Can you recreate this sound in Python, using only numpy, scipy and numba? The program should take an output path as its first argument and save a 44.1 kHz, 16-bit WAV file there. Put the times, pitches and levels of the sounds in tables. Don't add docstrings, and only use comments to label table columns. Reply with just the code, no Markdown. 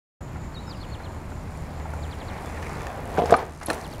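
import sys
import numpy as np
from scipy import signal
from scipy.fft import rfft, irfft
from scipy.io import wavfile
from scipy.ndimage import uniform_filter1d
from numba import njit

SR = 44100
rng = np.random.default_rng(int(sys.argv[2]) if len(sys.argv) > 2 else 0)


def output_pcm(signal):
    pcm = np.clip(np.atleast_2d(signal).T, -1, 1) * 32767
    wavfile.write(sys.argv[1], SR, np.round(pcm).astype(np.int16))


def natural_amplitude(level_db):
    exponent = np.asarray(level_db, float) / 20
    return 10 ** exponent


N = 176400
T = np.arange(N) / SR

# (frequency [Hz], level [dB], decay t60 [s])
FRAME = [(154, -4, 0.032), (300, -5.5, 0.046), (590, 1, .035), (700, 1, 0.02), (820, -1, 0.036),
         (1140, 2, .02), (1400, 7, 0.019), (1760, 10.5, 0.028), (2520, 7, .014)]
# (time [s], level [dB], contact [ms], favoured pitch [Hz])
KNOCKS = [(3.175, -19.5, .2, 1200), (3.1825, -8.5, 0.48, 455), (3.1875, -12.5, 0.67, 476),
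          (3.189, -8.5, 0.65, 576), (3.1942, -9, 0.33, 730), (3.199, -9.5, 0.84, 700),
          (3.22, -12, 0.34, 506), (3.2245, -15.5, 0.51, 600), (3.2369, -11, 0.55, 480),
          (3.241, -19, 1.2, 470), (3.258, -16, 0.2, 965), (3.302, -14, 1, 350), (3.307, -11, 0.27, 1090),
          (3.318, -13, 0.51, 990), (3.3235, 3, 0.74, 564), (3.3254, 3.5, 0.57, 740), (3.3281, -7, .7, 655),
          (3.334, -4, 0.9, 720), (3.3407, 4, 0.13, 1400), (3.344, -3.5, 0.26, 980), (3.3482, -2, 0.68, 665),
          (3.351, -11, 0.35, 700), (3.379, -18, .8, 500), (3.429, -16, 0.83, 647)]
# (time [s], level [dB], contact [ms], favoured pitch [Hz])
LANDINGS = [
    (3.6848, -14, 0.17, 230),
    (3.7013, -8.5, 0.17, 1800),
    (3.7047, -11, 0.28, 700),
    (3.715, -20, 0.85, 300),
    (3.729, -21, .5, 700),
    (3.779, -26, 0.8, 580),
]


def unit(x):
    return x / np.sqrt(np.mean(x ** 2))


def curve(table, col=1):
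    return np.interp(T, [row[0] for row in table], [row[col] for row in table])


def walk(rate):
    hold = int(SR / rate)
    steps = np.repeat(rng.standard_normal(N // hold + 1), hold)
    return unit(uniform_filter1d(uniform_filter1d(steps, hold), hold)[:N])


def band(x, hz, width_hz):
    edges = np.clip([hz - width_hz / 2, hz + width_hz / 2], 10, .45 * SR)
    return signal.sosfilt(signal.butter(2, edges, "band", fs=SR, output="sos"), x)


def coloured(x, table, flicker_db):
    f = np.maximum(np.fft.rfftfreq(N, 1 / SR), 10)
    hz, db = np.array(table).T
    spectrum = rfft(x) * natural_amplitude(np.interp(np.log(f), np.log(hz), db))
    out = np.zeros(N)
    for octave in range(11):
        weight = np.clip(1 - abs(np.log2(f / 20) - octave), 0, 1)
        out += irfft(spectrum * weight, N) * natural_amplitude(flicker_db * walk(9.26))
    return unit(out)


def tone(hz, gain):
    return np.sqrt(2) * gain * np.sin(2 * np.pi * np.cumsum(hz) / SR)


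def struck(events, body, scatter_db, detune, focus_db, length=.2):
    out, t = np.zeros(N + SR), np.arange(int(length * SR)) / SR
    mode_hz, mode_db, t60 = np.array(body).T[:, :, None]
    chance = rng.standard_normal((len(events), 2, len(body), 1))
    for (s, db, ms, hz), (level_chance, pitch_chance) in zip(events, chance):
        mix_db = mode_db + scatter_db * level_chance - focus_db * np.log2(mode_hz / hz) ** 2
        decay = np.exp(-np.log(1000) * t / t60)
        ring = natural_amplitude(mix_db) * decay * np.sin(2 * np.pi * mode_hz * (1 + detune * pitch_chance) * t)
        contact = np.hanning(int(ms * SR / 1000) + 3)
        y = np.convolve(-ring.sum(axis=0), contact)[:len(t)]
        i = int(s * SR)
        out[i:i + len(t)] += natural_amplitude(db) * y / abs(y).max()
    return out[:N]


def bursts(events):
    out, t = np.zeros(N + SR), T[:SR // 20]
    grit = rng.standard_normal(N + SR) * natural_amplitude(2.0 * np.resize(walk(900.), N + SR))
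    for s, db, ms, hz in events:
        i = int(s * SR)
        shape = np.clip(t / 0.00069, 0, 1) * np.exp(-t * 1000 / ms)
        out[i:i + len(t)] += natural_amplitude(db) * shape * unit(band(grit[i:i + len(t)], hz, 1.03 * hz))
    return out[:N]


def background():
    # (frequency [Hz], density [dB per Hz])
    town_colour = [(30, -9.5), (80, -4), (380, -20.5), (424, -24), (977, -24.5), (7180, -57.5),
                   (15700, -60)]
    # (time [s], level [dB])
    hum_level = [(.3, -39.5), (1.15, -52), (1.4, -38.5), (2.1, -36), (2.3, -53), (2.6, -34.5), (3.0, -48),
                 (3.25, -30.5), (4.0, -52)]
    town = natural_amplitude(-38.5 + 0.46 * walk(2.4)) * coloured(rng.standard_normal(N), town_colour, 0.42)

    hum = np.zeros(N)
    for harmonic, db in ((1, -3.5), (2, -9.5)):
        hz = harmonic * 76.9 * (1 + 0.0203 * walk(6.))
        hum += tone(hz, natural_amplitude(curve(hum_level) + db) * (1 + 0.19 * walk(6.8)))

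    whine_hz = 11823
    whine_noise = unit(band(rng.standard_normal(N), whine_hz, 150))
    whine = natural_amplitude(-76.5) * unit(tone(np.full(N, whine_hz), 1) + 0.25 * whine_noise)

    throb_s, first_throb_s, depth_db = .226, 0.45, 4
    throb_db = depth_db * np.cos(2 * np.pi * (T - first_throb_s) / throb_s) + 1.1 * walk(3.8)
    throb_db -= 14 * np.clip(T - 2.5, 0, 1)
    insect = natural_amplitude(-66 + throb_db) * unit(band(rng.standard_normal(N), 7090, 630))
    return town + hum + whine + insect


def tyres():
    # (time [s], level [dB])
    roll_level = [(.2, -51), (1.6, -46.5), (2.2, -43.5), (2.8, -38), (3.07, -40.5), (3.4, -24.5),
                  (3.47, -36), (3.608, -50.5), (3.616, -39), (3.67, -43.5), (3.7, -26), (3.8, -38),
                  (4.0, -48.5)]
    # (frequency [Hz], density [dB per Hz])
    tyre_colour = [(150, -3.5), (450, 3.5), (800, 4), (1350, -6), (1900, -9), (2500, -14.5), (3200, -19.5),
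                   (9000, -31)]
    # (time [s], level [dB])
    chain_level = [(.2, -65.5), (2.35, -59.5), (2.7, -56.5), (2.95, -65), (3.3, -58), (3.55, -57),
                   (3.75, -52), (4.0, -60.5)]
    # (frequency [Hz], density [dB per Hz])
    link_colour = [(2500, -32), (4000, 0), (6800, -3), (9300, -2.5), (12000, -6), (15500, -21)]
    # (time [s], level [dB])
    tread_level = [(1.6, -61.5), (2.3, -54), (2.55, -53), (2.82, -49.5), (2.92, -59), (4.0, -58)]
    # (time [s], level [dB], favoured pitch [Hz])
    stones = [
        (2.5753, -27, 1870),
        (2.6262, -25, 1400),
        (2.8086, -25, 1790),
        (2.8688, -21, 1320),
        (2.9024, -26, 1010),
    ]
    grain_db = np.array([[2.0], [3.0]]) * rng.exponential(size=(2, N // 16 + 1)).repeat(16, axis=1)[:, :N]
    road_grit, chain_grit = rng.standard_normal((2, N)) * natural_amplitude(grain_db)

    tread_hz, width_hz = 2090, 950
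    tread = unit(band(band(road_grit[::-1], tread_hz, width_hz), tread_hz, width_hz))
    drone = natural_amplitude(curve(tread_level) + 3.0 * walk(40.)) * tread
    pops = struck([(s, db - 1, 0.14, hz) for s, db, hz in stones], FRAME, 4.3, 0.058, 3.5, .05)
    hiss = natural_amplitude(curve(roll_level)) * coloured(road_grit, tyre_colour, 1.6)
    sizzle = natural_amplitude(curve(chain_level)) * coloured(chain_grit, link_colour, 0.96)
    return drone + pops + hiss + sizzle


def far_knocks():
    # (time [s], level [dB])
    knocks = [
        (0.359, -30.5),
        (0.68, -31),
        (1.002, -31),
        (1.32, -30),
        (1.856, -25.5),
        (1.936, -24.5),
    ]
    # (frequency [Hz], level [dB], decay t60 [s])
    far_body = [(870, 7, 0.024), (1380, 2, 0.029)]
    return struck([(s, db, .3, 1100) for s, db in knocks], far_body, 1.7, 0.018, 0)


def birds():
    # (time [s], pitch [Hz], level [dB])
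    whistles = [
        [(.54, 4440, -62), (.552, 4380, -47), (.566, 3790, -49), (.58, 3750, -47), (.6, 4000, -55.5),
         (.612, 4000, -67)],
        [(.669, 5190, -59), (.69, 5250, -53), (.71, 4700, -43.5), (.722, 3720, -50), (.735, 3120, -55),
         (.755, 2700, -59)],
        [(.802, 4270, -62), (.815, 4230, -48), (.826, 4600, -51), (.831, 3600, -51.5), (.853, 2750, -52.5)],
        [(2.44, 3450, -71), (2.46, 3490, -57), (2.495, 3450, -64)],
        [(2.77, 3520, -66), (2.8, 3500, -63), (2.84, 3500, -63)],
    ]
    # (time [s], top pitch [Hz], hold [s], fall [s], level [dB])
    notes = [
        (0.915, 4350, .022, 0.028, -51.5),
        (1.034, 4200, 0.016, 0.033, -53),
        (2.022, 4900, 0.0037, 0.044, -52),
        (2.106, 4770, 0.0054, 0.042, -51.5),
        (2.197, 4800, 0.0031, 0.036, -51.5),
        (2.277, 4600, .004, 0.041, -53),
        (2.372, 4700, .003, 0.0216, -57),
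        (3.837, 4910, 0.001, 0.038, -48.5),
        (3.918, 4600, 0.011, 0.033, -52),
    ]
    out = np.zeros(N)
    for w in whistles:
        sounding = (T > w[0][0]) * (T < w[-1][0])
        out += tone(curve(w), natural_amplitude(curve(w, col=2)) * sounding)

    bottom_hz, bend, hook = 2710, .85, 0.037
    for s, hz, hold, fall, db in notes:
        fallen = np.clip((T - s - hold) / fall, 0, 1)
        glide = np.sin(np.pi / 2 * fallen) ** bend
        glide += hook * (1 - np.clip((T - s) / hold, 0, 1))
        gain = np.clip((T - s) / 0.0064, 0, 1) * np.clip((1 - fallen) / 0.48, 0, 1)
        out += tone(hz + (bottom_hz - hz) * glide, natural_amplitude(db) * gain)
    return out * natural_amplitude(1.5 * walk(150.))


def house_echo(song):
    delay_s, spread_s, t = 0.051, 0.079, T[:SR // 4]
    fronts = rng.standard_normal(len(t)) * np.exp(-(t - delay_s) / spread_s) * (t > delay_s)
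    return natural_amplitude(-9) * signal.fftconvolve(song, fronts / np.sqrt(np.sum(fronts ** 2)))[:N]


def metal():
    # (time [s], level [dB], length [ms], centre [Hz])
    rattles = [(1.936, -49, 6, 8100), (2.4585, -44, 4.2, 8000), (2.626, -42, 4.8, 4500),
               (2.868, -34, 1.5, 5940), (3.174, -43, 14, 4600), (3.2567, -33.5, 5.1, 5070),
               (3.306, -31.5, 8.9, 6550), (3.34, -33, 1.8, 3600), (3.364, -40, 8, 4200),
               (3.385, -37, 14, 2800), (3.612, -32.5, 21, 1200), (3.631, -35, 4.2, 6500),
               (3.667, -30.5, 5, 5900), (3.685, -40, 6, 9500), (3.7, -30.5, 7.8, 7500),
               (3.713, -41, 5.2, 10000), (3.731, -34.5, 5, 7000), (3.743, -39, 6.1, 10300)]
    # (time [s], level [dB], contact [ms], favoured pitch [Hz])
    clinks = [
        (3.341, -22, .03, 4100),
        (3.3655, -21, .03, 9500),
        (3.667, -33, .03, 4300),
        (3.701, -18.5, .03, 4300),
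        (3.702, -24, .03, 9000),
        (3.7315, -29, .03, 8000),
    ]
    # (frequency [Hz], level [dB], decay t60 [s])
    stay = [(4230, 9, 0.024), (5200, -5, 0.025), (5700, -4, 0.025), (9000, -2, 0.047), (10000, 2, .035)]
    # (time [s], level [dB], length [ms], pitch [Hz])
    squeaks = [
        (3.66, -24, 4.4, 10830),
        (3.663, -24, 3.2, 10500),
    ]
    cracks = [(s, db - 24 - 9 * ms, 3.0, 2400) for s, db, ms, hz in KNOCKS + LANDINGS]
    out = bursts(rattles) + bursts(cracks) + struck(clinks, stay, 2.1, 0.011, 18, .05)
    for s, db, ms, hz in squeaks:
        phase = np.clip((T - s) * 1000 / ms + 0.18, 0, 1)
        out += tone(hz * (1 + 0.029 * walk(350.0)), natural_amplitude(db) * np.sin(np.pi * phase) ** 2)
    return out


def freewheel():
    # (time [s], teeth passed [count])
    teeth = [(2.41, 0), (2.868, 37), (3.035, 48), (3.094, 51), (3.2563, 65), (3.4647, 82), (3.4955, 84),
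             (3.6133, 93), (3.768, 106), (3.8147, 111), (3.876, 117), (3.9154, 120), (4.003, 128)]
    # (time [s], level [dB], ring centre [Hz])
    tick = [(2.4, -44.5, 8600), (2.58, -45, 6500), (2.8, -41, 6600), (3.0, -45.5, 11000),
            (3.23, -37, 10000), (3.5, -38.5, 5900), (4.0, -40, 10500)]
    # (frequency [Hz], level [dB], decay t60 [s])
    hub = [(5300, -5, .015), (6240, 1, 0.024), (7100, 3, 0.017), (8600, 2, 0.011), (10000, 7, 0.013),
           (11400, 5, .01), (14500, -3, 0.009)]
    tooth_s, count = np.array(teeth).T
    tick_s, tick_db, tick_hz = np.array(tick).T
    chance = rng.standard_normal((int(count[-1]), 2))
    at = np.interp(np.arange(len(chance)), count, tooth_s) + 0.00039 * chance[:, 0]
    db = np.interp(at, tick_s, tick_db) + 2 * chance[:, 1]
    ticks = list(zip(at, db, np.interp(at, tick_s, tick_hz)))
    snap = bursts([(a, d - 5, 1.3, hz) for a, d, hz in ticks])
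    return snap + natural_amplitude(-1.5) * struck([(a, d, .03, hz) for a, d, hz in ticks], hub, 3, 0.02, 16, .015)


def plank_ramp():
    # (frequency [Hz], level [dB], decay t60 [s])
    plank = [(210, 2, .05), (343, -11, 0.025), (398, -5, 0.025), (484, 2, 0.073), (667, 3.5, 0.037),
             (720, 0, 0.074), (793, -3, 0.058), (980, -1.5, 0.04), (1200, 3, 0.035), (1570, 5, 0.025),
             (2233, 2.5, 0.056), (2650, 3, 0.038)]
    return struck(KNOCKS, plank, 4.2, 0.029, 24.5)


def landing():
    return struck(LANDINGS, FRAME, 2.3, 0.038, 3.3)


def street(x):
    t60_s, t = 0.38, T[:SR // 2]
    tail = band(rng.standard_normal(len(t)), 2710, 5340)
    tail *= np.exp(-np.log(1000) * t / t60_s) * np.clip(t / 0.0042, 0, 1)
    return signal.fftconvolve(x, natural_amplitude(-21.5) * tail / np.sqrt(np.sum(tail ** 2)))[:N]


def scene():
    song = birds()
    song = song + house_echo(song)
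    hits = far_knocks() + plank_ramp() + landing()
    hits = signal.sosfilt(signal.butter(2, 110, "high", fs=SR, output="sos"), hits)
    near = hits + metal() + freewheel() + song
    return (near + street(near) + tyres() + background())[None]


@njit
def follow(x, attack, release):
    e, out = 0., np.empty(len(x))
    for i in range(len(x)):
        e += (abs(x[i]) - e) * (attack if abs(x[i]) > e else release)
        out[i] = e
    return out


def roll_off(x):
    return signal.sosfilt(signal.butter(12, 15840, fs=SR, output="sos"), x)


def record(dry):
    start_s, attack_s, release_s = .206, 0.018, 0.23
    threshold_db, ratio = -26.5, 1.915
    envelope = follow(dry[0], 1 / (attack_s * SR), 1 / (release_s * SR))
    gain = np.minimum(1, natural_amplitude(threshold_db) / (envelope + 1e-9)) ** (1 - 1 / ratio)
    x = np.clip(dry * gain * natural_amplitude(2.5), -.85, 1)
    x = x * np.clip((T - start_s) / 0.0045, 0, 1)
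    x = signal.lfilter(*signal.butter(1, 13000, fs=SR), x)
    x = signal.sosfilt(signal.ellip(8, .2, 70, 15750, fs=SR, output="sos"), x)
    return roll_off(x)


dry = scene()
out = record(dry)
output_pcm(out)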